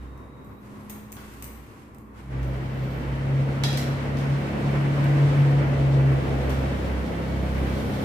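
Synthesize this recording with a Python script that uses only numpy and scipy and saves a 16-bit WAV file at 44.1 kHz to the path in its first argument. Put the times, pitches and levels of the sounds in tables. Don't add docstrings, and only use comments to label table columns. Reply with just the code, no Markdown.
import sys
import numpy as np
from scipy import signal
from scipy.fft import rfft, irfft, next_fast_len
from scipy.io import wavfile

SR = 44100
rng = np.random.default_rng(int(sys.argv[2]) if len(sys.argv) > 2 else 0)


def wav_out(sig):
    wavfile.write(sys.argv[1], SR, np.round(np.clip(np.atleast_2d(sig).T, -1, 1) * 32767).astype(np.int16))


N = 354563
T = np.arange(N) / SR
PADDED = next_fast_len(N, real=True)

# f/Hz, level/dB
QUIET_COLOUR = [(25, -11), (60, -9.5), (110, 5.5), (170, -4), (260, 0), (380, -4), (560, -11), (760, -16),
                (1050, -11.5), (1500, -21), (2200, -25), (3000, -36), (5000, -44), (15000, -46)]
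# t/s, level/dB
QUIET_LEVEL = [(0, -45), (1.0, -44), (1.6, -46), (2.0, -47), (8.04, -49)]
# f/Hz, unshared minus shared/dB
STEREO_WIDTH = [(60, -14.5), (200, -9), (380, -8), (700, -1.5), (1290, 2), (2400, -0.5), (15000, 0.5)]
# t/s, f/Hz
MOTOR_SPEED = [(0, 33.17), (.7, 34.44), (1.2, 35.35), (2.0, 36.5), (2.3, 32.43), (2.9, 32.7), (3.2, 33.84),
               (4.1, 34.64), (5.35, 35.52), (5.8, 34.42), (6.6, 33.33), (8.04, 33.19)]
# t/s, level/dB
BOOM_LEVEL = [(0, -53), (2.13, -67), (2.35, -30), (3.05, -30.5), (3.4, -21), (3.53, -29), (3.66, -23.5),
              (4.02, -30), (4.3, -23.5), (4.52, -33.5), (4.68, -24.5), (5.45, -17), (5.67, -23.5),
              (5.8, -20), (6.12, -19), (6.23, -28.5), (6.58, -28.5), (7.05, -45), (7.35, -33.5)]
# t/s, level/dB
OVERTONE_LEVEL = [(0, -60), (.55, -50.5), (.96, -43.5), (1.63, -57.5), (2.7, -45), (3.9, -43.5),
                  (4.65, -33.5), (5.9, -53.5), (6.7, -40.5), (8.04, -35.5)]
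# multiple of the speed, level against RUSH_LEVEL/dB
WEAK_TONES = [(3, -9), (5, -11), (7, -12), (8, -12), (9, -13.5)]
# f/Hz, width/Hz, boost/dB
STANDING_WAVES = [(109, 1.8, 17), (164.5, 3.5, 7.5)]
# t/s, f/Hz
HUM_PITCH = [(0, 63.3), (1.6, 61.65), (3.1, 62.45), (3.6, 69.1), (5.3, 69.74), (6.7, 66.8), (8.04, 68.02)]
# t/s, level/dB
HUM_LEVEL = [(0, -38.5), (.13, -42), (.42, -55), (.75, -56), (1.6, -44), (1.72, -59), (2.15, -50),
             (2.43, -27), (2.68, -40), (3.12, -32), (3.26, -39.5), (4.6, -39), (5.33, -43), (5.58, -33.5),
             (6.96, -28.5), (7.12, -35.5), (7.6, -25), (8.04, -43)]
# t/s, length/s, first f/Hz, last f/Hz, rise in the middle/Hz, level/dB
SQUEALS = [(-.15, .79, 3660, 3830, 21, -75.5), (.4, .25, 11500, 12200, 380, -77),
           (.77, 0.11, 11000, 10500, 650, -72.5), (1.2, .45, 12350, 12100, 250, -71),
           (2.38, .24, 12400, 12600, 100, -76), (2.62, .42, 12950, 12700, 586, -71)]
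# f/Hz, fade time/s
ECHO_FADE = [(300, 0.86), (2000, 0.95), (5000, 0.57), (9000, 0.53), (15000, 0.46)]
# t/s, hold/s, level/dB, brightness/(dB per octave)
RUBS = [(-.05, 0.037, -74, -3.5), (0.586, .5, -70, -0.5), (1.142, 0.21, -63, 1), (1.48, 0.28, -69, -1),
        (2.126, .01, -66.5, -2.5), (5.235, .01, -66, -4), (6.46, 0.032, -62, -5)]
# f/Hz, level/dB
RUB_COLOUR = [(300, 8), (1500, 12.5), (2500, 10.5), (4000, 3), (6000, 1), (8500, 1.5), (10500, -1.5),
              (12500, 1), (15000, -9)]
# t/s, level/dB, left minus right/dB, brightness/(dB per octave)
TICKS = [(.177, -54, 4, -2), (.446, -53, 3, -1), (.897, -30.5, 0, -1), (.903, -31, 3, 2),
         (1.120, -30, 12, 5), (1.126, -32, -7, 0.5), (1.424, -27, -1, 0.5), (1.442, -31.5, 7, 0.5),
         (1.947, -51.5, -12, -2.5), (1.984, -50, -10, -1), (2.431, -43.5, 0, -6), (3.637, -36.5, 6, -11),
         (3.772, -29.5, 1.5, -2), (3.776, -33, -1, -12), (4.404, -51, 2, -3), (5.041, -40, 9, 4),
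         (6.496, -39, 0, -5), (6.505, -41, 1, -2)]
# f/Hz, level/dB
TICK_COLOUR = [(600, -44), (2000, 0.5), (4000, -9), (6200, -6), (7500, -1), (9000, 1), (11000, -5),
               (12500, 4), (14400, 0), (16000, 6.5)]
# f/Hz, level/dB, fade time/s
TICK_RING = [(6270, 7, 0.021), (7340, -4, .015), (9100, -11, 0.026), (12100, 4, .03), (13400, -11, .03),
             (14350, -11, 0.042)]
# t/s, level/dB, left minus right/dB, brightness/(dB per octave)
KNOCKS = [(.900, -43, -4, -7), (1.168, -39.5, -1, -8), (1.200, -48, 3, -13), (3.637, -20, -4, -1.5),
          (3.643, -34, 2, 4), (3.682, -40, 2, 2), (3.729, -31.5, -3, 0), (3.774, -28, 0, 2.5),
          (4.171, -41.5, 0, 1), (4.187, -44, 2, 5), (6.502, -38, 0, -.5)]
# f/Hz, level/dB
KNOCK_COLOUR = [(300, -15), (900, -2.5), (1600, -5), (2600, -4.5), (3400, -1.5), (4700, -3), (5800, -4.5),
                (7200, -11), (10000, -15), (15000, -20)]
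# f/Hz, level/dB, fade time/s
KNOCK_RING = [(1470, 4, 0.13), (2233, 2.5, 0.22), (2840, -18, 0.13), (3250, 1, 0.13), (3830, -19, 0.25),
              (4660, -10, 0.14), (4840, -1, 0.17), (5645, 0, 0.16), (5790, -6, 0.16)]
# t/s, level/dB, treble lift/dB
RUSH_LEVEL = [(2.2, -57, 0), (2.33, -41.5, -3), (2.52, -39.5, -0.5), (3.2, -36, -2), (4.6, -32.5, -1),
              (5.2, -30.5, -2), (5.95, -32.5, -3.5), (6.35, -33, 3), (7.25, -35, 3), (7.9, -33.5, 10)]
# f/Hz, level/dB
RUSH_COLOUR = [(22, -31), (48, -3), (90, 2), (170, -2.5), (250, 1), (400, -2), (600, -6), (850, -12.5),
               (1150, -19.5), (2200, -20), (3600, -29), (6500, -39.5), (10000, -42.5), (15000, -44.5)]
# f/Hz, width/Hz, boost/dB
RUSH_HUMPS = [(233, 55, 1), (544, 110, 3.5), (671, 44, 2), (1460, 1600, 3), (2240, 68, 2), (3074, 130, 3)]
# low f/Hz, high f/Hz
RUSH_BANDS = [(230, 800), (900, 2800), (3500, 9000), (10000, 15000)]
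# level against RUSH_LEVEL/dB, share of the treble lift, share of the swell
RUSH_MIX = [(-1.01, 0.17, 0.77), (-9, 0, 0.09), (-22, 0.32, 0.075), (-33.5, 0.78, 0)]
# peak t/s, length/s, boost/dB
RUMBLE_SWELLS = [(6.15, 1.14, 4.5)]


def undb(db):
    return 10 ** (np.asarray(db) / 20)


def unit(x):
    return x / np.sqrt(np.mean(x ** 2))


def curve(rows, column=1):
    rows = np.array(rows)
    return np.interp(T, rows[:, 0], rows[:, column])


def across(points, hz):
    f, value = np.transpose(points)
    return np.interp(np.log(hz + 1), np.log(f), value)


def bumps(rows, x):
    return sum(db * np.exp(-(2 * (x - centre) / width) ** 2) for centre, width, db in rows)


def bins(n):
    return np.fft.rfftfreq(n, 1 / SR)


def waveform(spectra):
    return irfft(spectra, PADDED)[..., :N]


def wander(rate_hz):
    noise = rfft(rng.standard_normal(PADDED))
    return unit(waveform(noise * np.exp(-(bins(PADDED) / rate_hz) ** 2)))


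def tone(hz, right_lag_rad=0):
    phase = 2 * np.pi * np.cumsum(hz) / SR
    return np.sqrt(2) * np.sin([phase, phase - right_lag_rad])


def pan(db):
    return undb(np.array([[db], [-db]]) / 2)


def room_noise(colour, humps=(), ripple_db=1.66, ripple_hz=22):
    hz = bins(PADDED)
    ripple = np.interp(hz, np.arange(2000) * ripple_hz, rng.standard_normal(2000))
    db = across(colour, hz) + bumps(humps, hz) + ripple_db * ripple * hz / (hz + 400)
    shared, unshared = rfft(rng.standard_normal((2, PADDED))) * undb(db)
    return shared + np.array([[1], [-1]]) * unshared * undb(across(STEREO_WIDTH, hz))


def band_strength(ears, lo, hi):
    inside = (bins(PADDED) > lo) & (bins(PADDED) < hi)
    return np.std(waveform(ears.mean(axis=0) * inside))


def quiet_room(flicker_db=1.0):
    noise = unit(waveform(room_noise(QUIET_COLOUR)))
    return noise * undb(curve(QUIET_LEVEL) + flicker_db * wander(7.9))


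def motor(waver=.003, boom_drift_db=1.43, hum_drift_db=0.8, weak_drift_db=3.0):
    hz = curve(MOTOR_SPEED) * (1 + waver * wander(10.8))
    boom = tone(4 * hz, .2) * undb(curve(BOOM_LEVEL) + boom_drift_db * wander(11))
    hum_hz = curve(HUM_PITCH) * (1 + waver * wander(4.4))
    hum = tone(hum_hz, .24) * undb(curve(HUM_LEVEL) + hum_drift_db * wander(4.9))
    overtone = tone(6 * hz + wander(5.7), .35) * undb(curve(OVERTONE_LEVEL))
    out = pan(0.43) * boom + pan(-1.8) * hum + overtone
    for multiple, db in WEAK_TONES:
        level_db = curve(RUSH_LEVEL) + db + bumps(STANDING_WAVES, multiple * hz)
        out += tone(multiple * hz + wander(8.05)) * undb(level_db + weak_drift_db * wander(0.76))
    return out


def brake_disc(waver=.004, jitter=0.0128, chatter_db=3.0):
    out = 0
    for start, length, first_hz, last_hz, rise_hz, db in SQUEALS:
        along = np.clip((T - start) / length, 0, 1)
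        pressure = 4 * along * (1 - along)
        hz = first_hz + (last_hz - first_hz) * along + rise_hz * pressure
        hz *= 1 + waver * wander(10) + jitter * wander(200)
        squeal = unit(tone(hz)[0] * undb(chatter_db * wander(25)))
        out += squeal * np.sqrt(pressure) * undb(db)
    return out


def wall_echo(sound, build_s=0.0022):
    t = T[:SR]
    noise, tail = rfft(rng.standard_normal((2, SR))), 0
    for khz in range(16):
        band = irfft(noise * (bins(SR) // 1000 == khz), SR)
        fade_s = across(ECHO_FADE, 1000 * khz + 500)
        tail += band * undb(-60 * t / fade_s)
    tail = unit(tail * (1 - np.exp(-t / build_s))) / np.sqrt(SR)
    return signal.fftconvolve(sound[None], tail, axes=1)[:, :N]


def rubbing(rise_s=0.068, fall_s=.11, grain_db=0.7):
    octaves = np.log2(np.maximum(bins(PADDED), 1000) / 7000)
    out = 0
    for start, hold, db, bright_db in RUBS:
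        ears = room_noise(RUB_COLOUR) * undb(bright_db * octaves)
        rub = waveform(ears) / band_strength(ears, 4500, 11000)
        rise = np.clip((T - start) / rise_s, 0, 1)
        fall = np.exp(-np.maximum(T - start - rise_s - hold, 0) / fall_s)
        out += rub * undb(db) * rise * fall
    return out * undb(grain_db * wander(60))


def steel_hits(rows, colour, ring_tones, crack_s, ring_db, size=8192):
    cepstrum = irfft(np.log(undb(across(colour, bins(1024)))))
    cepstrum[1:512] *= 2
    cepstrum[513:] = 0
    response = irfft(np.exp(rfft(cepstrum)))
    t = T[:size]
    direct, to_walls = np.zeros((2, N + size)), np.zeros(N + size)
    blow_gain = np.sqrt(.002 * SR / size)
    octaves = np.log2(np.maximum(bins(size), 1500) / 1500)
    for s, db, pan_db, bright_db in rows:
        burst = rng.standard_normal((2, size)) * np.exp(-t / crack_s)
        crack = signal.fftconvolve(burst, response[None], axes=1)[:, :size]
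        ring = 0
        for hz, tone_db, fade_s in ring_tones:
            strength = undb(tone_db) * rng.normal(1, 0.83, (2, 1))
            hz *= rng.normal(1, 0.0027)
            ring += strength * np.sin(2 * np.pi * hz * t) * undb(-60 * t / fade_s)
        hit = unit(crack) + undb(ring_db) * unit(ring)
        hit = irfft(rfft(hit) * undb(bright_db * octaves))
        hit = unit(hit) * blow_gain * undb(db)
        start = int(s * SR)
        direct[:, start:start + size] += pan(pan_db) * hit
        to_walls[start:start + size] += hit[0]
    return direct[:, :N], to_walls[:N]


def chain_ticks():
    return steel_hits(TICKS, TICK_COLOUR, TICK_RING, crack_s=.0029, ring_db=-18)


def axle_knocks():
    return steel_hits(KNOCKS, KNOCK_COLOUR, KNOCK_RING, crack_s=.0032, ring_db=-11)


def traffic_rush(flicker_db=0.76, fade_in_s=(2.22, 2.33)):
    ears = room_noise(RUSH_COLOUR, RUSH_HUMPS)
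    edges, out = np.ravel(RUSH_BANDS), 0
    treble_db, swell_db = curve(RUSH_LEVEL, column=2), bumps(RUMBLE_SWELLS, T)
    for k, (band_db, treble_share, swell_share) in enumerate(RUSH_MIX):
        window = np.interp(bins(PADDED), edges, np.arange(len(edges)) // 2 == k)
        band = waveform(ears * window) / band_strength(ears, *RUSH_BANDS[k])
        db = curve(RUSH_LEVEL) + band_db + treble_share * treble_db + swell_share * swell_db
        out += band * undb(db + flicker_db * wander(14.5))
    return out * np.interp(T, fade_in_s, [0, 1])


def scene():
    chain, chain_to_walls = chain_ticks()
    axle, axle_to_walls = axle_knocks()
    squeal = brake_disc()
    echo = pan(2) * wall_echo(undb(0.5) * chain_to_walls + undb(2) * squeal)
    echo += pan(0.5) * wall_echo(undb(3) * axle_to_walls)
    return chain + axle + squeal + echo + rubbing() + motor() + traffic_rush() + quiet_room()


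def record(dry, top_hz=15300):
    return signal.sosfilt(signal.ellip(10, .2, 80, top_hz, fs=SR, output="sos"), dry)


dry = scene()
out = record(dry)
wav_out(out)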